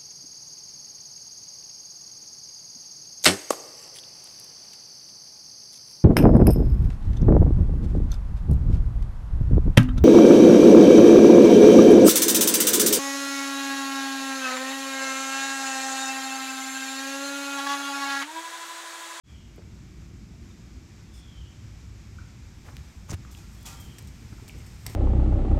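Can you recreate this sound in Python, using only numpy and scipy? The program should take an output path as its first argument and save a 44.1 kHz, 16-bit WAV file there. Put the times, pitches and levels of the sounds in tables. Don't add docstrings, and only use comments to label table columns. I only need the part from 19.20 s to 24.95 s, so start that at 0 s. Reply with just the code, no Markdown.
import sys
import numpy as np
from scipy import signal
from scipy.fft import rfft
from scipy.io import wavfile
from scipy.ndimage import uniform_filter1d

SR = 44100
rng = np.random.default_rng(int(sys.argv[2]) if len(sys.argv) > 2 else 0)


def digitize_waveform(pressure):
    field = np.atleast_2d(pressure).T
    bounded = np.clip(field, -1, 1)
    quanta = np.round(bounded * 32767).astype(np.int16)
    wavfile.write(sys.argv[1], SR, quanta)


N = 253575
TIME = np.arange(N) / SR


def amp(db):
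    return 10 ** (np.asarray(db) / 20)


def unit_rms(x):
    return x / np.sqrt(np.mean(x ** 2) + 1e-20)


def at_hz(points, hz):
    f, value = np.transpose(points)
    return np.interp(np.log(hz + 1), np.log(f + 1), value)


def add(mix, start_s, sound):
    at = round(start_s * SR)
    sound = sound[max(-at, 0):]
    part = mix[max(at, 0):][:len(sound)]
    part += sound[:len(part)]


def colour(x, db_at):
    hz = np.fft.rfftfreq(len(x), 1 / SR) + 1
    return unit_rms(np.fft.irfft(rfft(x) * amp(db_at(hz)), len(x)))


def equalise(x, spectrum, tilt_db_oct=0):
    return colour(x, lambda hz: at_hz(spectrum, hz) + tilt_db_oct * np.log2(hz + 500))


def hump(x, centre_hz, width_oct):
    away = lambda hz: (np.log2(hz / centre_hz) / width_oct) ** 2
    return colour(x, lambda hz: -20 * np.log10(1 + away(hz) + (away(hz) / 4) ** 2))


def wander(size, *windows):
    x = rng.standard_normal(size)
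    for window in windows:
        x = uniform_filter1d(x, size=window)
    return unit_rms(x)


def grit(size, spread_db):
    noise = rng.standard_normal(size)
    strength = rng.standard_normal(size // 16 + 1).clip(-2, 2)
    return noise * amp(spread_db * np.repeat(strength, 16)[:size])


def glide(hz):
    return np.sin(2 * np.pi * np.cumsum(hz) / SR)


def fade(t, rise_s, t60_s):
    return np.minimum(t / max(rise_s, 1e-5), 1) * amp(-60 * np.maximum(t - rise_s, 0) / t60_s)


def shaped(noise, envelope):
    return unit_rms(noise[:len(envelope)] * envelope) * np.sqrt(np.mean(envelope ** 2))


def echoes(x, decay):
    taps = rng.standard_normal(SR) * (rng.random(SR) < .1) * (TIME[:SR] > .006)
    hz, t, bands = signal.stft(taps, SR, nperseg=256)
    tail = signal.istft(bands * amp(-60 * t / at_hz(decay, hz)[:, None]), SR, nperseg=256)[1]
    return signal.fftconvolve(x, tail / np.linalg.norm(tail))[:N]


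def equal_echoes(x, decay):
    return np.std(x) * unit_rms(echoes(x, decay)[:len(x)])


# f/Hz, relative density/dB
RUMBLE_SPECTRUM = [(20, -17), (36, -21), (54, 0), (70, -3), (105, -3.5), (140, -11), (200, -16.5),
                   (300, -24.5), (480, -35.5), (900, -69)]
DRONE_SPECTRUM = [(60, -31), (155, 2), (220, 1), (280, -7.5), (345, -5), (450, -21.5), (900, -54)]
HISS_SPECTRUM = [(250, -5.5), (450, -0.5), (700, -0.5), (1300, -0.5), (1800, -1.5), (2350, 0.5),
                 (2900, -4.5), (4400, -5), (5200, -2.5), (7500, -5), (9400, -20), (12000, -18),
                 (14000, -22.5), (16000, -43)]
# t/s, level/dB
DRONE_LEVELS = [(.1, -56), (.7, -51.5), (1.35, -50.5), (2.3, -57), (4.8, -54.5), (5.3, -59)]
# f/Hz, rms level/dB
MACHINE_TONES = [(57, -55), (2326, -80), (3714, -85.5)]


def background(rise_db_s=0.74, hiss_rise_db_s=0.76, waver_hz=2.55):
    noise = lambda spectrum: equalise(rng.standard_normal(N), spectrum)
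    drift = lambda: wander(N, 4000, 2000)
    rumble = noise(RUMBLE_SPECTRUM) * amp(-47 + rise_db_s * TIME + 1.6 * drift())
    drone = noise(DRONE_SPECTRUM) * amp(np.interp(TIME, *np.transpose(DRONE_LEVELS)))
    hiss = noise(HISS_SPECTRUM) * amp(-60.5 + hiss_rise_db_s * TIME + 0.48 * drift())
    hum = sum(amp(db) * unit_rms(amp(3 * drift()) * glide(hz + waver_hz * drift()))
              for hz, db in MACHINE_TONES)
    return rumble + drone + hiss + hum


# t/s, gain/dB
BIRD_CALLS = [(-.155, -65), (1.866, -61), (4.362, -61)]
# t/s, f/Hz, relative level/dB
WHISTLE_CONTOUR = [(0, 3197, -6), (0.054, 3543, -6.5), (.11, 3375, -3), (.195, 3279, -3.5),
                   (.272, 3172, 0.5), (0.314, 2960, -2.5), (0.4, 2743, -10)]
# f/Hz, t60/s
TREE_DECAY = [(1000, 1.3), (6000, 0.74)]


def bird(direct_db=-13, echo_db=-.5, quaver_hz=75):
    times, pitch_hz, db = np.transpose(WHISTLE_CONTOUR)
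    t, out = TIME[:round(times[-1] * SR)], np.zeros(N)
    hz = np.interp(t, times, pitch_hz)
    envelope = amp(np.interp(t, times, db)) * signal.windows.tukey(len(t), .1)
    for start_s, gain_db in BIRD_CALLS:
        whistle = envelope * glide(hz + quaver_hz * wander(len(t), 120))
        call = np.pad(unit_rms(whistle), (0, SR))
        echo = equal_echoes(call, TREE_DECAY)
        add(out, start_s, amp(gain_db) * (amp(direct_db) * call + amp(echo_db) * echo))
    return out


# t/s, level/dB, f/Hz
KNOCKS = [(.36, -56, 12000), (.379, -55, 1500), (.42, -55, 1300), (3.463, -51, 1700), (4.049, -45, 1230),
          (4.451, -48, 950), (5.127, -50, 1300), (5.182, -50.5, 1180), (5.197, -51, 955), (5.358, -53, 400),
          (5.404, -49, 2260), (5.659, -46, 1000), (5.67, -49, 1300)]


def knocks(t60_1khz_s=0.026, width_oct=0.42):
    t, out = TIME[:SR // 5], np.zeros(N)
    for start_s, db, hz in KNOCKS:
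        t60_s = t60_1khz_s * (1000 / hz) ** 0.58
        resonance = hump(grit(len(t), spread_db=0), hz, width_oct)
        add(out, start_s, amp(db) * shaped(resonance, fade(t, 0.00084, t60_s)))
    return out


# f/Hz, t60/s
YARD_DECAY = [(100, 0.3), (1000, 0.7), (4000, 0.26), (14000, 0.068)]
# t/s, level/dB, first f/Hz, last f/Hz, glide/s, rise/s, t60/s, relative echo/dB
PLOPS = [(0.3789, -39.5, 2340, 373, 0.0014, 0.0056, 0.022, -8),
         (.3915, -44, 1510, 340, 0.0017, 0.0028, 0.028, -6),
         (.91, -53.5, 1500, 400, 0.0013, 0.0025, .018, -6),
         (1.136, -54, 1410, 450, 0.0022, 0.0033, .018, 2), (1.305, -59, 3920, 3500, .008, .008, .05, -8),
         (2.985, -40.5, 1170, 1550, 0.0028, 0.0026, 0.036, -3.5),
         (3.4836, -43.5, 350, 2910, 0.0039, 0.0024, 0.017, -4),
         (3.4888, -42, 2800, 497, 0.00114, .001, 0.025, -0.5),
         (4.1482, -40.5, 4730, 2370, 0.0012, 0.0011, 0.013, -9),
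         (5.2946, -36.5, 4450, 2180, 0.00091, 0.0013, 0.017, -7)]


def plops():
    t, out = TIME[:SR // 2], np.zeros(N)
    for start_s, db, first_hz, last_hz, glide_s, rise_s, t60_s, echo_db in PLOPS:
        hz = last_hz + (first_hz - last_hz) * np.exp(-t / glide_s)
        plop = amp(db) * fade(t, rise_s, t60_s) * glide(hz)
        add(out, start_s, plop + amp(echo_db) * equal_echoes(plop, YARD_DECAY))
    return out


# f/Hz, width/Hz, relative level/dB
CHIP_BANDS = [(5300, 600, 0.5), (7300, 2300, -1), (8950, 540, -2.5), (11700, 1000, -11), (14600, 1500, -15)]


def chip(start_s=1.925, length_s=0.093, level_db=-60):
    size, out = round(length_s * SR), np.zeros(N)
    bands = np.zeros(size)
    for hz, width_hz, db in CHIP_BANDS:
        response_db = lambda f: -20 * np.log10(1 + (2 * (f - hz) / width_hz) ** 2)
        bands += amp(db) * colour(rng.standard_normal(size), response_db)
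    add(out, start_s, amp(level_db) * unit_rms(bands) * signal.windows.tukey(size, .4))
    return out


# f/Hz, relative density/dB
SOLE_SPECTRUM = [(200, -6), (480, -11), (800, 0), (1400, -14), (1900, 4), (2700, -6.5), (3800, -2.5),
                 (4600, -4.5), (5400, 3), (6500, -4), (8500, 4), (10000, -11.5), (12500, -1.5),
                 (16000, -15)]
# t/s, level before gain/dB
RUSTLE_LEVELS = [(3.2, -80), (3.4, -71), (3.53, -68.5), (4.14, -78), (4.35, -64), (4.53, -64), (4.68, -66),
                 (4.88, -68.5), (5.59, -65.5), (5.75, -56.5)]


def rustle(gain_db=2, onset_s=.25):
    times, db = np.transpose(RUSTLE_LEVELS)
    onset = np.clip((TIME - times[0]) / onset_s, 0, 1)
    crackle = equalise(grit(N, spread_db=4), SOLE_SPECTRUM)
    return crackle * onset * amp(gain_db + np.interp(TIME, times, db))


# t/s, length/s, scrape level/dB, scrape f/Hz, squeak level/dB
RUBS = [(3.439, 0.076, -55, 480, -68), (3.873, 0.089, -50.5, 700, -54.5), (3.8955, 0.0062, -49, 1500, -44),
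        (3.902, 0.019, -47, 1210, -40.5), (3.925, 0.026, -43.5, 950, -61)]


def rubs(scrape_oct=1.5, squeak_hz=6200, squeak_oct=0.32):
    out = np.zeros(N)
    for start_s, length_s, scrape_db, scrape_hz, squeak_db in RUBS:
        stroke = signal.windows.tukey(round(length_s * SR), .5)
        for db, hz, width_oct in (scrape_db, scrape_hz, scrape_oct), (squeak_db, squeak_hz, squeak_oct):
            friction = hump(grit(SR // 3, spread_db=3), hz, width_oct)
            add(out, start_s, amp(db) * shaped(friction, stroke))
    return out


# t/s, peak level/dB, centre f/Hz
SNAPS = [(3.4635, -46, 11000), (3.5683, -24.5, 2700), (4.35, -43, 11000), (4.412, -39, 13000),
         (4.431, -33, 13000), (4.474, -28, 6000), (4.785, -33, 5000), (4.825, -35, 12000),
         (5.2803, -29, 4200), (5.289, -27, 8000), (5.6655, -24, 5300), (5.6662, -21, 5030)]


def snaps(width_oct=1.0):
    out = np.zeros(N)
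    for peak_s, db, hz in SNAPS:
        pulse = hump(signal.unit_impulse(256, "mid"), hz, width_oct)
        add(out, peak_s - len(pulse) / 2 / SR, amp(db) * pulse / pulse.max())
    return out


# t/s, level/dB, f/Hz, t60/cycles
BUMPS = [(3.585, -34.5, 67, 18), (3.894, -36, 1100, 6.5), (3.901, -27, 109, 3.9), (3.9192, -33, 620, 4),
         (3.922, -25.5, 159, 2.8), (3.9296, -34, 344, 14.6), (3.937, -23.5, 89.6, 10), (5.65, -39, 76, 18)]


def bumps(rise_cycles=0.29):
    t, out = TIME[:SR // 3], np.zeros(N)
    for start_s, db, hz, t60_cycles in BUMPS:
        envelope = fade(t, rise_cycles / hz, t60_cycles / hz)
        add(out, start_s, amp(db) * envelope * np.sin(2 * np.pi * hz * t))
    return out


# t/s, level/dB, tilt/(dB/oct)
CAGE_SHAKES = [(4.109, -54.5, 4.5), (4.167, -54.5, -0.5), (4.454, -41, 1), (4.597, -53.5, 11)]
# f/Hz, relative density/dB
MESH_SPECTRUM = [(150, -2), (500, -3), (900, -3), (1800, -6), (3500, -5), (7500, -2), (10000, -13.5),
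                 (13500, -11), (16000, -27)]
# f/Hz, relative level/dB, rise/s, t60/s
FRAME_MODES = [(778, -3, .02, 0.58), (830, -6, 0.0092, 0.77), (920, -1.5, 0.005, 0.54),
               (1187, -4, .05, 0.55), (1370, -0.5, 0.079, 0.25), (1927, -8, 0.056, 0.41),
               (2500, -1.5, 0.034, 0.25), (3374, 6.5, .003, 0.083)]


def cage(clump_db=1.5, waver_rad=1.3):
    t, out = TIME[:SR], np.zeros(N)
    for start_s, db, tilt_db_oct in CAGE_SHAKES:
        clumps = amp(clump_db * wander(len(t), 180))
        wires = equalise(clumps * grit(len(t), spread_db=2), MESH_SPECTRUM, tilt_db_oct)
        chatter = shaped(wires, fade(t, rise_s=0.0045, t60_s=0.43))
        frame = np.zeros(len(t))
        for hz, mode_db, rise_s, t60_s in FRAME_MODES:
            phase = 2 * np.pi * hz * t + waver_rad * wander(len(t), 900, 500)
            frame += amp(mode_db) * fade(t, rise_s, t60_s) * np.sin(phase)
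        ring_db = -5.5 - 1.4 * tilt_db_oct
        ring = amp(ring_db) * np.std(chatter) * unit_rms(frame)
        add(out, start_s, amp(db) * (chatter + ring))
    return out


# t/s, slap level/dB, contact/s, thud level/dB, thump level/dB
FOOTFALLS = [(4.783, -43.5, 0.002, -47, -54.5), (4.824, -61, .0012, -39, -70),
             (4.871, -52, 0.0026, -60, -70), (5.121, -57, 0.0071, -32, -46), (5.221, -52, 0.015, -34, -47),
             (5.2795, -50, 0.0027, -52, -52), (5.345, -61, 0.0051, -51, -46.5),
             (5.379, -59, 0.0035, -53, -65), (5.462, -52.5, 0.00353, -60, -68),
             (5.664, -28.5, 0.00075, -35, -47), (5.694, -47.5, 0.0031, -32.5, -50)]


def feet(crisp_s=0.0033, tail_db=-19, thud_hz=110, thump_hz=290):
    t, out = TIME[:SR // 3], np.zeros(N)

    def skin(tilt_db_oct, rise_s, t60_s):
        noise = equalise(grit(len(t), spread_db=3), SOLE_SPECTRUM, tilt_db_oct)
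        return shaped(noise, fade(t, rise_s, t60_s))

    for start_s, slap_db, contact_s, thud_db, thump_db in FOOTFALLS:
        dulling_db_oct = -7 * max(np.log2(contact_s / crisp_s), 0)
        slap = skin(dulling_db_oct, rise_s=contact_s, t60_s=30 * contact_s)
        tail = amp(tail_db) * skin(tilt_db_oct=-6, rise_s=0.013, t60_s=0.11)
        thud = fade(t, rise_s=0.0045, t60_s=0.072) * np.sin(2 * np.pi * thud_hz * t)
        dull_noise = hump(grit(len(t), spread_db=3), thump_hz, width_oct=0.45)
        thump = shaped(dull_noise, fade(t, rise_s=0.0051, t60_s=0.084))
        add(out, start_s, amp(slap_db) * (slap + tail) + amp(thud_db) * thud + amp(thump_db) * thump)
    return out


def scene(near_echo_db=-12, far_echo_db=-10):
    near = feet() + knocks() + snaps() + cage()
    far = chip()
    yard = echoes(amp(near_echo_db) * near + amp(far_echo_db) * far, YARD_DECAY)
    return (near + far + yard + plops() + rustle() + rubs() + bumps() + bird() + background())[None]


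def record(dry, silent_s=0.034, ramp_s=0.068, cutoff_hz=15950):
    faded = dry * np.clip((TIME - silent_s) / ramp_s, 0, 1)
    lowpass = signal.firwin(511, cutoff_hz, window=("kaiser", 9), fs=SR)
    return signal.oaconvolve(faded, lowpass[None], "same")


dry = scene()
out = record(dry)
digitize_waveform(out)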